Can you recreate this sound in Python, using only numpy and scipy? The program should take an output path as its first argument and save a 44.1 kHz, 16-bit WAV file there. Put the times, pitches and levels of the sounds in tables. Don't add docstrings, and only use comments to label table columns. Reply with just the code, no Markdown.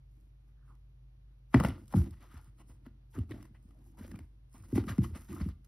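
import sys
import numpy as np
from scipy import signal
from scipy.fft import rfft, irfft
from scipy.io import wavfile
from scipy.ndimage import uniform_filter1d

SR = 44100
rng = np.random.default_rng(int(sys.argv[2]) if len(sys.argv) > 2 else 0)


def makeup_ratio(level_db):
    decades = np.asarray(level_db, float) / 20
    return 10 ** decades


def digitize_waveform(pressure):
    field = np.atleast_2d(pressure).T
    bounded = np.clip(field, -1, 1)
    quanta = np.round(bounded * 32767).astype(np.int16)
    wavfile.write(sys.argv[1], SR, quanta)


N = 250047
HZ = np.arange(N // 2 + 1) * SR / N

# frequency in Hz, width in Hz, level in dB.
WALL_MODES = [(186, 32, -1.5), (281.5, 46.1, 0.5), (320, 37, 2), (346.7, 34, -1.5), (447, 19, -15),
              (163, 30, -14)]
# frequency in Hz, width in Hz, level in dB.
CAVITY_MODES = [(62.95, 13, -4), (82.6, 12, 4.5), (112, 46.3, -1)]
# frequency in Hz, width in Hz, level in dB.
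BOARD_MODES = [(522, 160, 6.5), (790, 290, -6.5), (904, 43, 7), (1200, 350, 8.5), (1390, 71, 0),
               (1657, 220, -10.5), (1880, 320, -7), (2830, 460, -11.5)]


def unit(x):
    return x / np.sqrt(np.mean(x ** 2))


def colour(x, points):
    hz, db = np.transpose(points)
    gain_db = np.interp(np.log(HZ + 1), np.log(hz), db)
    return irfft(rfft(x) * makeup_ratio(gain_db), N)


def ring(x, modes):
    total = 0
    for k, (hz, width, db) in enumerate(modes):
        mode = signal.lfilter(*signal.iirpeak(hz, hz / width, SR), x)
        total = total + (-1) ** k * makeup_ratio(db) * mode
    return total


def walk(rate):
    k = int(SR / rate)
    held = np.repeat(rng.standard_normal(N // k + 1), k)
    return 1.6 * uniform_filter1d(uniform_filter1d(held, k), k)[:N]


def grains(rate, spread_db):
    when, sign, size = rng.random((3, N))
    size_db = spread_db * np.minimum(-np.log(1 - size), 4.6)
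    return (when < rate / SR) * np.sign(sign - .5) * makeup_ratio(size_db)


def add(out, s, burst, db):
    i = int(s * SR)
    n = min(len(burst), N - i)
    out[i:i + n] += burst[:n] * makeup_ratio(db) / np.abs(burst).max()


def sag(hz, rise_s, t60_s, glide, glide_s):
    t = np.arange(SR // 4) / SR
    turns = hz * (t + glide * glide_s * (1 - np.exp(-t / glide_s)))
    rise = (1 - np.exp(-t / rise_s)) ** 2
    decay = np.exp(-np.log(1000) * t / t60_s)
    return -rise * decay * np.sin(2 * np.pi * turns)


def blows():
    # start in seconds, wall level in dB, wall pitch in Hz,
    # cavity level in dB, cavity pitch in Hz.
    paw_swats = [(1.542, -5.5, 260, -21.5, 120.4), (1.558, -15, 304, -28, 128),
                 (1.573, -18.5, 265, -37, 73.4), (1.602, -18, 183, -38, 116.5),
                 (1.643, -21.5, 189, -26, 92), (1.684, -25.5, 268, -41.5, 117),
                 (1.9418, -18, 210, -28, 114), (1.962, -18.5, 167.5, -20.5, 117.7),
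                 (1.973, -24, 188, -24, 107.6), (1.986, -45, 171, -26, 98.4),
                 (2.016, -37, 167.5, -29.5, 58), (3.179, -23.5, 266, -31.5, 104),
                 (3.192, -40.5, 286, -41, 75.5), (3.305, -31.5, 326, -45, 116),
                 (4.006, -36.5, 229, -47, 69.3), (4.7265, -19, 278, -28, 101), (4.757, -18.5, 229, -48, 96),
                 (4.777, -13, 300.6, -31, 104.5), (4.841, -31, 287, -44, 109), (4.87, -31, 211, -38.5, 83),
                 (4.983, -14.5, 214.6, -26.5, 117), (5.072, -57, 168.6, -40, 100),
                 (5.407, -29, 203, -27.5, 83.6), (5.459, -25.5, 193, -34.5, 71.8)]
    # start in seconds, wall level in dB, cavity level in dB.
    light_bumps = [(1.658, -30.5, -35.5), (1.71, -32.5, -43), (2.098, -55, -44), (2.338, -43.5, -44.5),
                   (2.693, -50, -50), (2.865, -38, -65.5), (3.148, -46, -51), (3.339, -36.5, -72),
                   (3.505, -51.5, -53), (3.65, -51.5, -52), (2.472, -58, -57), (4.044, -42, -53.5),
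                   (4.08, -50, -54), (4.119, -37, -45.5), (4.138, -37, -49), (4.192, -41, -46),
                   (4.542, -46.5, -72), (4.597, -61, -44), (4.822, -31.5, -44), (4.896, -33.5, -34),
                   (4.918, -36.5, -73), (5.017, -52, -37.5), (5.047, -51, -40), (5.108, -47, -39.5),
                   (5.154, -37, -48.5), (5.295, -45, -46), (5.316, -35, -61), (5.34, -40.5, -60),
                   (5.373, -55, -46), (5.493, -42.5, -47)]
    out, knock, shove = np.zeros((3, N))
    place = np.exp(0.17 * rng.standard_normal((len(light_bumps), 2)))
    bumps = [(s, wall_db, 241.7 * a, boom_db, 93.4 * b)
             for (s, wall_db, boom_db), (a, b) in zip(light_bumps, place)]
    for s, wall_db, wall_hz, boom_db, boom_hz in paw_swats + bumps:
        add(out, s + 0.0021, sag(wall_hz * 0.89, 0.003, 0.033, 0.18, 0.0068), wall_db - 3.0)
        add(out, s + 0.0056, sag(boom_hz, 0.0042, 0.12, 0.29, 0.0079), boom_db)
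        add(knock, s, np.hanning(SR // 600), wall_db)
        add(shove, s + 0.007, np.hanning(SR // 150), boom_db)
    return out + makeup_ratio(2.5) * ring(knock, WALL_MODES) + makeup_ratio(10.5) * ring(shove, CAVITY_MODES)


def touches(rows, length, shape, firm, trim_db):
    # frequency in Hz, width in Hz, level in dB.
    crack_modes = [(1980, 250, 1.5), (2960, 640, -2)]
    out, t = np.zeros(N), np.arange(SR // 10) / SR
    body = signal.butter(3, [420, 1500], "band", fs=SR, output="sos")
    dull = signal.butter(3, 2200, fs=SR, output="sos")
    snap = signal.butter(2, [4200, 13500], "band", fs=SR, output="sos")
    noises = rng.standard_normal((len(rows), 3, len(t)))
    for (s, db, hz, crack_db, snap_db), noise in zip(rows, noises):
        touch = noise * shape(t / max(length, .0004))
        touch[0, SR // 1000] += firm * np.sqrt(np.sum(touch[0] ** 2))
        thud = ring(touch[0], [(hz, hz / 3, 0)]) + signal.sosfilt(body, touch[0]) / 2
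        start, thud_db, bright_db = s - .001, db + trim_db[0], crack_db + trim_db[1]
        add(out, start, signal.sosfilt(dull, thud), thud_db)
        add(out, start, ring(ring(touch[1], crack_modes), crack_modes), bright_db)
        add(out, start, ring(touch[0], BOARD_MODES[:1]), thud_db - 10.0)
        add(out, start, ring(touch[2], [(3530, 2800, 0)]), bright_db - 9.5)
        add(out, start, signal.sosfilt(snap, touch[2]), snap_db + trim_db[2])
    return out


def ticks():
    # start in seconds, level in dB, board ring in Hz, crack in dB, treble snap in dB.
    claw_ticks = [(1.543, -16.5, 1290, -26, -66), (1.6, -27, 1410, -39, -43), (1.608, -26, 676, -62, -54.5),
                  (1.637, -28, 710, -42, -44.5), (1.648, -22, 670, -33, -44.5),
                  (1.685, -43, 1100, -47, -46), (1.704, -43, 746, -47, -75), (1.94, -30.5, 750, -76, -62),
                  (2.375, -58.5, 760, -77, -62.5), (2.864, -49.5, 1236, -60, -69),
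                  (3.164, -50, 1302, -67, -83), (3.188, -52, 1055, -55, -59),
                  (3.31, -56.5, 696, -50.5, -58.5), (3.318, -42.5, 2110, -58, -65),
                  (3.427, -54.5, 1283, -60.5, -56.5), (4.115, -53.5, 1675, -60.5, -57),
                  (4.142, -53, 1012, -67.5, -72), (4.19, -51, 1806, -58, -58),
                  (4.757, -42.5, 850, -54, -49), (4.779, -37.5, 703, -49, -50.5),
                  (4.981, -43.5, 940, -53, -52.5), (5.043, -50, 1180, -49, -61),
                  (5.364, -46, 1140, -65, -77), (5.488, -49.5, 1228, -62, -56)]
    # start in seconds, level in dB, treble snap in dB.
    faint_tips = [(0.752, -77, -76), (1.88, -70.5, -58.5), (1.925, -51.5, -55.5), (1.959, -51, -55),
                  (2.108, -66, -60.5), (3.294, -62.5, -69), (3.453, -59, -65), (3.548, -63, -89),
                  (3.708, -64.5, -72), (4.078, -60, -77), (4.702, -63, -68), (4.722, -60, -60),
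                  (4.839, -49.5, -64), (4.868, -52.5, -61), (4.158, -54.5, -61.5), (5.647, -78.5, -62.5)]
    tips = [(s, db, 1100, db - 8.5, snap_db) for s, db, snap_db in faint_tips]
    return touches(claw_ticks + tips, 0.0022, lambda u: u * np.exp(-1.4 * u), 0.76, (0.5, 1.5, 7.0))


def rasps():
    # start in seconds, length in seconds, level in dB, ring in Hz.
    rib_runs = [(1.557, 0.03, -35.5, 617), (1.667, 0.021, -41, 650), (1.687, 0.026, -47, 2950),
                (1.925, 0.011, -47, 895), (1.979, 0.018, -49, 1200), (2.223, 0.038, -61.5, 1390),
                (2.225, .045, -68, 3130), (2.243, 0.018, -67, 990), (2.291, 0.081, -67, 3040),
                (2.299, 0.058, -61.5, 1380), (2.345, 0.028, -58, 1400), (2.391, 0.011, -58, 930),
                (2.421, 0.021, -68, 1340), (2.451, 0.033, -68.5, 890), (2.852, 0.022, -63.5, 1224),
                (3.139, 0.057, -52.5, 1380), (3.129, 0.037, -64.5, 3070), (3.31, 0.028, -54, 3570),
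                (3.323, .06, -65.5, 1700), (3.322, 0.1, -57, 603), (3.385, .015, -61, 1010),
                (3.442, 0.025, -61.5, 1800), (3.971, 0.027, -56, 965), (4.005, 0.037, -58, 1500),
                (4.026, 0.034, -63.5, 2650), (4.079, 0.0065, -59, 1570), (4.112, .014, -53, 1750),
                (4.153, 0.014, -55, 2360), (4.633, 0.013, -55.5, 1200), (4.763, 0.031, -45, 2130),
                (4.882, 0.017, -48, 1980), (4.896, 0.018, -53, 2870), (4.908, .016, -44, 1470),
                (5.036, 0.017, -51, 2090), (5.042, .015, -42, 1200), (5.157, 0.021, -49, 1270),
                (5.321, 0.027, -50, 1100), (5.324, 0.022, -56, 1920), (5.36, 0.035, -46, 1200),
                (5.411, 0.013, -53, 2160), (5.411, 0.024, -52, 4620), (1.543, .012, -26, 626),
                (1.939, .008, -32, 790), (3.721, 0.09, -67.5, 637), (3.798, 0.041, -70.5, 900),
                (3.855, 0.037, -67, 790), (3.932, 0.041, -67, 847), (4.55, .045, -64.5, 958),
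                (4.775, 0.012, -37.5, 744), (1.779, 0.0077, -55.5, 1200)]
    rate_hz, q = 1500, 2.8
    out, t = np.zeros(N), np.arange(SR // 8) / SR
    for (s, length, db, hz), (when, size) in zip(rib_runs, rng.random((len(rib_runs), 2, len(t)))):
        slips = (when < rate_hz / SR) * (size - .5) + 0.021 * (size - .5)
        spot = [(hz, hz / q, 0)]
        press = np.sin(np.pi * np.clip(t / max(length, .004), 0, 1) ** 0.7) ** 1.4
        add(out, s - .002, ring(ring(slips * press, spot), spot), db)
    return out


def strokes():
    # start in seconds, level in dB, board ring in Hz, crack in dB, treble in dB.
    pad_strokes = [(0.682, -71, 1120, -82, -84), (2.225, -57, 970, -81, -78),
                   (2.334, -64.5, 1323, -75, -83.5), (2.594, -56.5, 898, -67, -70.5),
                   (2.694, -59.5, 1110, -73.5, -78), (3.134, -66, 1353, -68, -75),
                   (3.15, -58, 1304, -65, -81.5), (3.544, -64, 1457, -70, -86.5),
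                   (3.976, -58, 830, -67.5, -73.5), (4.541, -57, 928, -71.5, -71.5),
                   (4.637, -61.5, 1300, -72, -71), (4.75, -51, 853, -54.5, -54),
                   (4.89, -47, 1290, -53, -55), (5.03, -61, 1200, -56, -55), (5.152, -48, 1270, -57.5, -57),
                   (5.302, -63, 1067, -58, -68), (5.398, -45, 1200, -57.5, -62)]
    soft = lambda u: np.sin(np.pi * np.clip(u, 0, 1) ** 0.67) ** 0.58
    return touches(pad_strokes, 0.033, soft, 0, (-2.0, 3.0, 9.0))


def pressure(starts, lengths, levels_db, rest_db, rise_db_s=1197):
    sag_db, lift_db_s = 10, 694
    t = np.arange(0, N + 64, 64) / SR
    u = t - np.array(starts)[:, None]
    n = np.clip(lengths, .005, 1)[:, None]
    fall = rise_db_s * np.maximum(-u, 0) + sag_db * np.clip(u / n, 0, 1) + lift_db_s * np.maximum(u - n, 0)
    power = (makeup_ratio(np.array(levels_db)[:, None] - fall) ** 2).sum(0) + makeup_ratio(rest_db) ** 2
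    return np.interp(np.arange(N) / SR, t, np.sqrt(power))


def moves():
    # start in seconds,
    # length in seconds, scrape in dB, fur in dB.
    claw_drags = [(5.057, 0.085, -57, -75.5), (3.636, 0.26, -81, -86.5), (0.668, 0.12, -75, -92.5),
                  (1.788, 0.12, -60.5, -78.5), (1.545, 0.096, -39, -69.5), (1.656, 0.033, -44, -61.5),
                  (1.676, 0.096, -45.5, -91), (1.915, 0.034, -52, -72.5), (1.96, 0.083, -45.5, -63),
                  (2.06, 0.41, -65.5, -85), (2.22, 0.081, -59, -82), (2.317, 0.15, -61, -80.5),
                  (2.587, 0.027, -60.5, -82), (2.691, 0.063, -62.5, -76), (2.86, 0.016, -52, -85),
                  (3.146, 0.072, -52, -75), (3.306, 0.17, -54.5, -79), (3.546, 0.07, -85, -90),
                  (4.716, 0.084, -55, -78), (3.868, 0.045, -65.5, -80.5), (3.996, 0.11, -54, -71.5),
                  (4.108, 0.14, -58.5, -79.5), (4.536, 0.2, -59, -75.5), (4.759, 0.04, -40, -64),
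                  (4.885, 0.046, -42.5, -63.5), (5.037, 0.038, -43.5, -64), (5.155, 0.043, -44.5, -71),
                  (5.19, 0.13, -57, -73.5), (4.935, 0.25, -57.5, -77), (5.288, 0.17, -52, -71.5),
                  (5.34, 0.16, -49.5, -71.5), (5.648, 0.047, -63.5, -86.5),
                  (.12, 0.18, -95, -92),
        (0.475, 0.045, -77, -95),
        (1.287, 0.11, -77, -102),
        (2.443, 0.056, -67, -81),
        (3.776, 0.35, -74.5, -100),
        (4.294, 0.086, -88, -99),
    ]
    # start in seconds, length in seconds, level in dB.
    weight_shifts = [(0.179, 0.1, -65.5), (0.475, 0.027, -70.5), (0.698, 0.056, -66), (1.556, 0.062, -56),
                     (1.722, .12, -48.5), (1.944, 0.13, -35.5), (2.063, 0.2, -63.5), (2.2, 0.37, -64.5),
                     (2.595, 0.32, -63.5), (2.854, 0.25, -67.5), (3.176, 0.061, -43), (3.3, 0.16, -47.5),
                     (3.465, 0.19, -66.5), (3.686, 0.28, -62), (3.872, 0.082, -61.5), (3.981, 0.23, -56.5),
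                     (4.096, 0.15, -49.5), (4.329, 0.12, -72.5), (4.575, 0.25, -59), (4.677, 0.17, -70),
                     (4.907, 0.046, -46), (5.02, 0.066, -41.5), (5.165, 0.081, -53.5), (5.298, 0.21, -43.5),
                     (5.436, 0.15, -69.5)]
    # weight in dB, scrape in dB, fur in dB.
    still_db = (-86.5, -93.5, -108)
    # frequency in Hz, density in dB per Hz.
    fur_tint = [(1500, -25.5), (3000, -30.5), (5000, -5), (7500, -0.5), (10500, -0.5), (13000, 1.5),
                (15500, -7.5)]
    s, length, scrape_db, fur_db = np.transpose(claw_drags)
    weight = unit(ring(grains(330, 2.6), WALL_MODES + CAVITY_MODES))
    weight = weight * pressure(*np.transpose(weight_shifts), still_db[0])
    stutter = makeup_ratio(3 * walk(70))
    slips = unit(grains(2500, 2.9)) + 0.55 * rng.standard_normal(N)
    scrape = unit(sum(makeup_ratio(5 * walk(11)) * ring(slips * stutter, [mode]) for mode in BOARD_MODES))
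    scrape = scrape * makeup_ratio(-8.5) * pressure(s, length, scrape_db, still_db[1])
    hairs = rng.standard_normal(N) + 0.81 * unit(grains(1200, 7.0))
    fur = unit(colour(hairs * makeup_ratio(1.4 * walk(40)), fur_tint))
    fur = fur * makeup_ratio(8.0) * pressure(s, length, fur_db, still_db[2], rise_db_s=502)
    return weight + scrape + fur


def swish():
    # time in seconds, frequency in Hz, level in dB.
    toy_path = [
        (.56, 1450, -90),
        (.61, 1430, -80),
        (.67, 1400, -77.5),
        (0.711, 1142, -66),
        (.78, 1009, -93),
    ]
    s, hz, db = np.transpose(toy_path)
    t = np.arange(N) / SR
    flutter = unit(uniform_filter1d(uniform_filter1d(rng.standard_normal(N), SR // 700), SR // 700))
    level = makeup_ratio(np.interp(t, s, db, -150, -150))
    return level * flutter * np.sin(2 * np.pi * np.cumsum(np.interp(t, s, hz)) / SR)


def tail(t60_s):
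    t = np.arange(int(t60_s * SR)) / SR
    h = rng.standard_normal(len(t)) * np.exp(-np.log(1000) * t / t60_s)
    return h / np.sqrt(np.sum(h ** 2))


def scatter(x, t60_s):
    h = rfft(tail(t60_s), N)
    return irfft(rfft(x) * h / np.abs(h), N)


def ports(direct, diffuse, spill_db, share, stretch):
    # frequency in Hz, lead in half turns.
    port_turn = [(0, 0), (4400, 0), (5300, 0), (6300, .85), (6600, .97), (8100, 1.03), (8500, 1.2),
                 (9600, 1.95), (11300, 2.05), (12300, 2.8), (12800, 2.97), (14200, 3.03), (14700, 3.25),
                 (15700, 4)]
    # frequency in Hz, level in dB.
    side_spill = [(60, -55.5), (130, -28), (300, -10.5), (700, -6), (1300, -9.5), (1800, -18.5), (2400, -8),
                  (4200, -8), (5100, -17.5), (6000, -19.5), (8000, -40.5)]
    half = np.interp(HZ * stretch, *np.transpose(port_turn)) * np.pi / 2
    share = np.clip(share, 0, 1)
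    mid = irfft(rfft(direct) * np.cos(half), N)
    blend = np.sqrt(share) * direct + np.sqrt(1 - share) * diffuse
    side = irfft(rfft(blend) * 1j * np.sin(half), N)
    side = side + makeup_ratio(spill_db) * colour(diffuse, side_spill)
    return np.array([mid + side, mid - side])


def heard(x, near, stretch):
    parts = (near * x, 1 / stretch), ((1 - near) * x, stretch)
    return sum(ports(v, scatter(v, 0.009), -1.5, .45, k) for v, k in parts)


def hum():
    # frequency in Hz, level in dB rms.
    motor_lines = [(49.7, -56.5), (126.9, -66), (250, -101)]
    t = np.arange(N) / SR
    return sum(np.sqrt(2) * makeup_ratio(db + 0.8 * walk(30)) * np.sin(2 * np.pi * hz * t) for hz, db in motor_lines)


def air():
    # frequency in Hz, density in dB per Hz.
    room_tint = [(30, -10.5), (55, -1.5), (85, -0.5), (135, -2), (170, -17.5), (300, -23.5), (600, -32.5),
                 (1200, -36.5), (2000, -40), (5000, -46), (9000, -49), (12000, -48.5), (15500, -55.5)]
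    return unit(colour(rng.standard_normal(N), room_tint)) * makeup_ratio(-65)


def scene():
    room = tail(0.34)

    def wet(x, db):
        return x + makeup_ratio(db) * signal.fftconvolve(x, room)[:N]

    thump = wet(blows(), -13)
    rub = wet(moves() + strokes() + swish(), -11)
    claw = wet(ticks() + rasps(), -12.5)
    near = np.clip(.5 + 2.9 * walk(3.8), 0, 1)
    box = ports(thump, scatter(thump, 0.013), -12.0, 0.36, 0.995)
    box = box + heard(rub, near, 0.96) + heard(claw, near, 1.1)
    return box + ports(air(), air(), 13.0, 0.33, 0.913) + hum()


def low_pass(x):
    return signal.sosfilt(signal.butter(12, 16260, fs=SR, output="sos"), x)


def record(dry):
    bass_cut = signal.butter(3, 38, "high", fs=SR, output="sos")
    top_cut = signal.ellip(8, .2, 70, 15500, fs=SR, output="sos")
    mix = signal.sosfilt(top_cut, signal.sosfilt(bass_cut, dry))
    return low_pass(mix)


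dry = scene()
out = record(dry)
digitize_waveform(out)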